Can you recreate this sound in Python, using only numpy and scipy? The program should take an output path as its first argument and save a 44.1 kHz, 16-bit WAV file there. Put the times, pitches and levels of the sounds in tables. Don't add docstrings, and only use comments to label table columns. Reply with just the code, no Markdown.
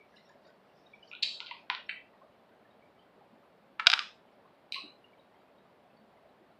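import sys
import numpy as np
from scipy import signal
from scipy.fft import rfft, irfft
from scipy.io import wavfile
from scipy.ndimage import uniform_filter1d, minimum_filter1d

SR = 44100
rng = np.random.default_rng(int(sys.argv[2]) if len(sys.argv) > 2 else 0)


def makeup_ratio(level_db):
    decades = np.asarray(level_db, float) / 20
    return 10 ** decades


def waveform_to_disk(signal):
    frames = np.transpose(np.atleast_2d(signal))
    scaled = np.clip(frames, -1, 1) * 32767
    samples = np.round(scaled).astype(np.int16)
    wavfile.write(sys.argv[1], SR, samples)


N = 290822

# frequency_hz, density_db [dB per Hz]
HUM_SPECTRUM = [(15, -67), (25, -38.5), (46, -16.5), (107, -10), (209, -0.5), (331, -5.5), (368, -2),
                (522, -3), (566, 1), (1380, -11.5), (2690, -18.5), (3530, -22), (4490, -25.5), (6200, -39),
                (15500, -40)]
HUM_DB = -63

# start_s, pitch_hz, peak_db
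TICKS = [(0.013, 2251, -47), (0.145, 1688, -40.5), (0.187, 2015, -45.5), (0.293, 1660, -41),
         (0.488, 1510, -43), (0.515, 1066, -40.5), (0.94, 2322, -43), (1.032, 2960, -44.5),
         (2.139, 1050, -39), (2.219, 1074, -39), (2.654, 1770, -44), (2.709, 3734, -50.5),
         (2.826, 2280, -45.5), (2.961, 2280, -46), (2.995, 3030, -52.5), (3.216, 822, -36),
         (3.598, 3800, -58.5), (4.333, 5500, -66), (4.455, 1049, -38.5), (5.047, 2820, -44.5),
         (2.33, 2970, -52), (5.136, 2283, -47), (5.185, 3040, -50), (5.197, 3823, -54),
         (5.404, 3858, -51.5), (5.583, 3805, -53), (5.705, 989, -40), (5.904, 2612, -50.5),
         (5.97, 4520, -53), (6.024, 218.4, -38)]
# start_s, pitch_hz, peak_db
MORE_TICKS = [(1.14, 1422, -39.5), (1.132, 1310, -40), (1.408, 940, -37), (1.412, 1330, -46),
              (1.425, 1410, -40.5), (1.45, 1420, -44.5), (1.48, 2320, -43), (1.495, 2050, -41),
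              (1.6, 2440, -43.5), (1.8, 2860, -43), (1.6, 3600, -57.5), (1.585, 5700, -65.5),
              (2.1, 1000, -50), (1.5, 1020, -40), (3.883, 690, -31), (4.006, 1190, -34),
              (1.868, 5430, -59), (1.905, 4700, -59), (4.765, 1070, -34.5), (4.785, 1070, -34),
              (4.845, 300, -34.5), (4.88, 2850, -46.5), (4.91, 2750, -52), (1.704, 790, -32.5),
              (3.802, 850, -33.5), (4.9, 6300, -67), (6.411, 330, -36.5)]
# pitch_hz, level_db
WALL_MODES = [(1900, -42), (2750, -46.5), (2970, -53), (3450, -51), (3750, -49), (4070, -55), (4500, -55),
              (4800, -60), (5260, -64), (5520, -71), (6070, -74), (6930, -67), (7650, -71), (8660, -68)]
# start_s, length_s, strength_db, lowest_hz, highest_hz
SQUEEZES = [(.12, .05, -1.5, 5400, 5800), (.165, .015, 2.5, 2600, 9000), (.208, .03, -4.5, 3300, 7000),
            (0.267, .03, -1, 1700, 3900), (0.295, 0.019, -1, 4000, 7300), (.445, .03, -3, 1800, 5700),
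            (0.481, .03, -0.5, 3900, 7200), (0.693, .02, -2.5, 2600, 3100), (.765, .05, -1, 7200, 8000),
            (.787, 0.013, -1.5, 4600, 4900), (0.866, .04, -2.5, 3300, 5700), (.935, .02, -0.5, 3300, 3600),
            (1.023, 0.028, 1, 4300, 5400), (1.08, .015, -2.5, 4300, 5400), (1.085, 0.035, 5, 6500, 7200)]
SCATTER_DB, SQUEEZE_DB = 4, -2
HOLD_DB, HOLD_END_S = -71, 1.183
RUB_DB, RUB_S = -68, 0.038
# start_s, length_s, level_db
DRAGS = [
    (1.458, .09, -55.5),
    (1.576, 0.14, -57.5),
]

# start_s, peak_db, tilt_db, room_db
CRINKLE = [
    (.162, -43, 0.047, -2),
    (.292, -47.5, 0.052, -2),
    (.483, -47, 2, -2),
    (1.032, -48, 0, -2),
]
# start_s, peak_db, tilt_db, room_db
GRIP = [
    (1.1154, -33.5, -1.5, -1),
    (1.1234, -39.5, -7, -5.5),
    (1.1305, -33.5, 0.4, -6),
    (1.1348, -31.5, -4, 0),
    (1.1516, -31.5, 10, -3),
    (1.1645, -39.5, 2, -0.5),
]
# frequency_hz, density_db
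GRIP_COLOUR = [(600, -44), (1100, -22.5), (1430, -15.5), (1800, -19), (2150, -7.5), (2550, 2), (3040, -8.5),
               (3890, -9), (4400, -23), (6000, -43.5), (9000, -54.5)]
# start_s, peak_db, tilt_db, room_db
SEAL = [
    (1.2254, -26, 0.5, -7),
    (1.2278, -15.5, -3.5, -5.5),
    (1.2304, -19.5, 1.5, 1),
    (1.2323, -13.5, 1.5, -5),
    (1.2357, -16, -3, -1.5),
    (1.2374, -19, -6, -1.5),
    (1.2444, -26.5, 0, -2.5),
    (1.2523, -28, -2.3, -3.5),
]
# frequency_hz, density_db
SEAL_COLOUR = [(700, -51.5), (1400, -34), (1750, -17), (2100, -16.5), (2600, -6), (3320, -8), (4150, 4),
               (4770, -4), (5500, -21.5), (6300, -27), (7100, -24.5), (9000, -39), (11800, -48),
               (15500, -46)]
# start_s, peak_db, tilt_db, room_db
SLIP = [
    (1.4039, -21.5, -3.5, -5),
    (1.4623, -33, -2, -3.5),
    (1.4685, -27, -8, 0),
    (1.7499, -23, -3.5, -6),
]
# frequency_hz, density_db
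SLIP_COLOUR = [(500, -43), (950, -17), (1420, -6.5), (1750, -15), (2300, -6), (2800, -0.5), (3500, -3.5),
               (4300, 0), (5200, -17), (6500, -29), (9000, -49)]
# start_s, peak_db, tilt_db, room_db
THREAD = [
    (1.5118, -24.5, 0.63, -2.5),
    (1.5675, -35, 2.07, -2),
]
# frequency_hz, density_db
THREAD_COLOUR = [(500, -35.5), (780, -17.5), (950, 10), (1200, -19), (1650, -16), (2000, 0.5), (2450, -5),
                 (2800, -3.5), (3600, -13.5), (4570, -15), (5500, -46), (8000, -49)]
# start_s, peak_db, tilt_db, room_db
SNAP = [
    (1.7008, -12.5, 1.2, -4),
    (1.7026, -25, -10.5, 1),
    (1.7125, -31.5, -2.5, -0.5),
]
# frequency_hz, density_db
SNAP_COLOUR = [(400, -35), (720, -7.5), (1020, 4), (1200, -10), (1470, 1.5), (2160, 2), (2960, -0.5),
               (3700, -2), (4460, -9.5), (5600, -26.5), (6800, -43.5), (9000, -51.5), (15000, -70)]
# start_s, peak_db, tilt_db, room_db
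RELEASE = [
    (1.8881, -40, 11, -3.5),
    (1.8916, -33.5, -0.06, -5.5),
    (1.8937, -23.5, -4, -2.5),
    (1.8965, -26, 1.5, 1),
    (1.8993, -26.5, 0, 1),
    (1.9121, -30.5, -0.5, -5.5),
]
# frequency_hz, density_db
RELEASE_COLOUR = [(700, -44.5), (1300, -17), (1680, -5), (2000, -3), (2370, 1), (3100, -6.5), (3400, -20.5),
                  (3700, -14.5), (4320, -12), (4700, -26.5), (5500, -40.5), (7300, -50.5), (8050, -34),
                  (10000, -53)]
# start_s, peak_db, tilt_db, room_db
LANDING = [
    (3.7973, -17.5, 0, -7.5),
    (3.7995, -19.5, -3.5, -6),
    (3.802, -27, 0.5, -8),
]
# frequency_hz, density_db
LANDING_COLOUR = [(500, -30), (850, -14), (1150, 4), (1700, -2), (2400, -1.5), (3300, -10.5), (4200, -15),
                  (5300, -27), (7000, -36.5), (9000, -40.5), (15000, -63.5)]
# start_s, peak_db, tilt_db, room_db
BOUNCES = [(3.8629, -19, -7.5, -7.5), (3.8701, 3, 3.5, -18.5), (3.8714, 0, 1, -18.5),
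           (3.8752, -19.5, -2, -12.5), (3.9007, -8.5, 3.5, -15), (3.9175, -12.5, 4.5, -11),
           (3.9313, -12, -5, -6), (3.9335, -17.5, -5, -8), (3.9366, -5.5, 0, -22.5),
           (3.9782, -22.5, -8.5, -8.5), (3.9927, -16, 1, -8.5)]
# frequency_hz, density_db
BOUNCE_COLOUR = [(300, -34), (560, -20), (770, -5.5), (1000, -12.5), (1500, 5.5), (1800, -8), (2440, 1),
                 (3250, -2), (3800, 1.5), (4250, -9), (4900, -1.5), (5700, -17.5), (8500, -35),
                 (15500, -56.5)]
# start_s, peak_db, tilt_db, room_db
DENT = [
    (4.7229, -22, 5.5, -1),
    (4.7251, -27.5, -6, -2.5),
    (4.7446, -23.5, -6.5, 1.5),
    (4.7569, -31, 2, -0.5),
    (4.7639, -29.5, -6.5, -0.5),
    (4.7841, -37, 1.4, -1.5),
]
# frequency_hz, density_db
DENT_COLOUR = [(1200, -42), (2000, -12.5), (2600, -1), (2900, -4), (3540, -14), (4060, 6.5), (4400, -11),
               (4650, -8), (5300, -20), (6300, -30.5), (7000, -40), (8200, -29.5), (10200, -38.5),
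               (15500, -40.5)]

# frequency_hz, t60_s
ROOM_DECAY = [(500, 0.53), (1200, 0.54), (3000, 0.54), (5000, 0.46), (8000, 0.87), (15000, 0.44)]
# delay_s, level_db
ECHOES = [
    (.0029, -12.5),
    (.0052, -19.5),
    (.0068, -20.5),
]

DEPTH_DB = 20
OPENS_DB, OPEN_DB = 5, 12.5
GUARD_DB, GUARD_HZ = 7, 200
EDGE_HZ = 15550


def evened(x):
    return x / np.sqrt(np.mean(x ** 2) + 1e-20)


def read(points, hz):
    f, value = np.transpose(points)
    return np.interp(np.log(hz + 1), np.log(f + 1), value)


def add(mix, s, sound):
    part = mix[round(s * SR):][:len(sound)]
    part += sound[:len(part)]


def hum():
    hz = np.fft.rfftfreq(N, 1 / SR)
    spectrum = rfft(rng.standard_normal(N)) * makeup_ratio(read(HUM_SPECTRUM, hz))
    return makeup_ratio(HUM_DB + DEPTH_DB) * evened(irfft(spectrum, N))


def ticks():
    rows, out = TICKS + MORE_TICKS + squeezes(), np.zeros(N)
    chance = rng.uniform(-1, 1, (len(rows), 2))
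    for (s, hz, db), (detune, beat) in zip(rows, chance):
        t = np.arange(0, .018 + 12.05 / hz, 1 / SR)
        mode = np.sin(2 * np.pi * hz * t)
        twin = 0.28 * np.sin(2 * np.pi * (hz + 60. * detune) * t + np.pi * beat)
        add(out, s - t[-1] / 2, makeup_ratio(db - 5.5) * (mode + twin) * np.hanning(len(t)))
    return out


def squeezes():
    chance = rng.uniform(-1, 1, (len(SQUEEZES), len(WALL_MODES), 2))
    rows = []
    for (s, length, strength_db, lo_hz, hi_hz), draws in zip(SQUEEZES, chance):
        for (hz, db), (late, uneven) in zip(WALL_MODES, draws):
            if lo_hz < hz < hi_hz:
                peak_db = db + strength_db + SQUEEZE_DB + SCATTER_DB * uneven
                rows.append((s + length / 2 * late, hz, peak_db))
    return rows


def hiss(lo_hz, hi_hz):
    band = signal.butter(4, [lo_hz, hi_hz], "band", fs=SR, output="sos")
    return evened(signal.sosfilt(band, rng.standard_normal(N)))


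def rustle():
    t = np.arange(N) / SR
    palm = makeup_ratio(HOLD_DB) * np.clip((HOLD_END_S - t) / .1, 0, 1)
    for s, _, strength_db, _, _ in SQUEEZES:
        palm += makeup_ratio(RUB_DB + strength_db) * np.exp(-((t - s) / RUB_S) ** 2) / 2
    cap = np.zeros(N)
    for s, length, db in DRAGS:
        cap += makeup_ratio(db) * np.exp(-(2 * (t - s) / length) ** 2)
    return palm * hiss(3200., 5650.) + cap * hiss(1900., 4800.)


def ring(gain_db):
    log_gain = np.log(makeup_ratio(np.maximum(gain_db, -100)))
    return np.fft.ifft(np.exp(np.conj(signal.hilbert(log_gain)))).real[:len(gain_db) // 2]


def clicks(rows, colour, crack_s, blur, near, far):
    hz, t = abs(np.fft.fftfreq(2048, 1 / SR)), np.arange(300) / SR
    noises = rng.standard_normal((len(rows), len(t)))
    dry, wet = near.copy(), far.copy()
    front_db = read(colour, hz)
    around_power = uniform_filter1d(makeup_ratio(2 * front_db), size=41, mode="wrap")
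    around_db = 10 * np.log10(around_power + 1e-12)
    blurred_db = (1 - blur) * front_db + blur * around_db
    octaves = np.log2(np.clip(hz, 900, 6000) / 2800)
    for (s, peak_db, tilt_db, room_db), noise in zip(rows, noises):
        crack = (t == 0) + 1.1 * noise * np.exp(-t / crack_s) * np.minimum(t / 0.00022, 1)
        own_db = 10 * np.log10(uniform_filter1d(abs(np.fft.fft(crack, 2048)) ** 2, size=9))
        lean_db = tilt_db * octaves - own_db
        click = signal.fftconvolve(crack, ring(front_db + lean_db))
        spread = signal.fftconvolve(crack, ring(blurred_db + lean_db))
        gain = makeup_ratio(peak_db) / abs(click).max()
        start = s - abs(click).argmax() / SR
        add(dry, start, click * gain)
        add(wet, start, spread * gain * makeup_ratio(room_db))
    return dry, wet


def room(x):
    turn, out = np.arange(N) / SR * 2 * np.pi * 9, np.zeros(N)
    for k in range(3):
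        taps = np.zeros(SR // 2)
        at = np.arange(260, SR // 2 - 12, 12)
        taps[at + rng.integers(0, 12, len(at))] = rng.choice([-1., 1.], len(at))
        hz, t, z = signal.stft(taps, SR, nperseg=256)
        decay = makeup_ratio(-60 * t / read(ROOM_DECAY, hz)[:, None])
        tail = signal.istft(z * decay, SR, nperseg=256)[1]
        share = np.sqrt(2 / 3) * np.cos(turn + k * np.pi / 3)
        out += signal.fftconvolve(x * share, tail / np.linalg.norm(tail))[:N]
    return out


def scene():
    near, far = np.zeros(N), np.zeros(N)
    label_colour = [(900, -68.5)] + WALL_MODES + [(12000, -89)]
    # clicks, colour, decay of the crack [s], blur of the resonances in the room [0..1]
    for rows, colour, crack_s, blur in [
            (CRINKLE, label_colour, .001, .5), (GRIP, GRIP_COLOUR, .0008, .3),
            (SEAL, SEAL_COLOUR, .0006, .7), (SLIP, SLIP_COLOUR, .0005, .3),
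            (THREAD, THREAD_COLOUR, .0005, .1), (SNAP, SNAP_COLOUR, .0005, .4),
            (RELEASE, RELEASE_COLOUR, .0007, .2), (LANDING, LANDING_COLOUR, .0012, .3),
            (BOUNCES, BOUNCE_COLOUR, .0011, .9), (DENT, DENT_COLOUR, .0008, .15)]:
        near, far = clicks(rows, colour, crack_s, blur, near, far)
    mix = near + room(far) + ticks() + rustle() + hum()
    dull = uniform_filter1d(near, size=4)
    for s, db in ECHOES:
        add(mix, s, makeup_ratio(db) * dull)
    return mix[None]


def suppress(x):
    hz, t, z = signal.stft(x, SR, nperseg=512, noverlap=384)
    memory = .45
    power = uniform_filter1d(abs(z) ** 2, size=2, axis=0)
    power = signal.lfilter([1 - memory], [1, -memory], power)
    rise_db = 10 * np.log10(power / np.median(power, axis=1, keepdims=True) + 1e-9)
    rise_db = rise_db - GUARD_DB / (1 + (hz[:, None] / GUARD_HZ) ** 2)
    wanted_db = -DEPTH_DB * np.clip((OPEN_DB - rise_db) / (OPEN_DB - OPENS_DB), 0, 1)
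    held_db = -minimum_filter1d(-wanted_db, size=7, axis=1, origin=3)
    fall_db = 175 * t
    gain_db = np.maximum.accumulate(held_db + fall_db, axis=1) - fall_db
    return signal.istft(z * makeup_ratio(gain_db), nperseg=512, noverlap=384)[1][:N]


def overload(x):
    bend = 0.065 * uniform_filter1d(x ** 2, size=9)
    return x + signal.lfilter(*signal.butter(1, 70., "high", fs=SR), bend)


def limit(x):
    crest = uniform_filter1d(-minimum_filter1d(-abs(x), size=129), size=65)
    return x / np.maximum(crest / .985, 1)


def band_limit(x):
    return signal.sosfilt(signal.butter(12, 15490, fs=SR, output="sos"), x)


def record(dry):
    limited = limit(overload(suppress(dry[0])))
    finished = signal.oaconvolve(limited, signal.firwin(255, EDGE_HZ, fs=SR), "same")
    return band_limit(finished[None])


dry = scene()
out = record(dry)
waveform_to_disk(out)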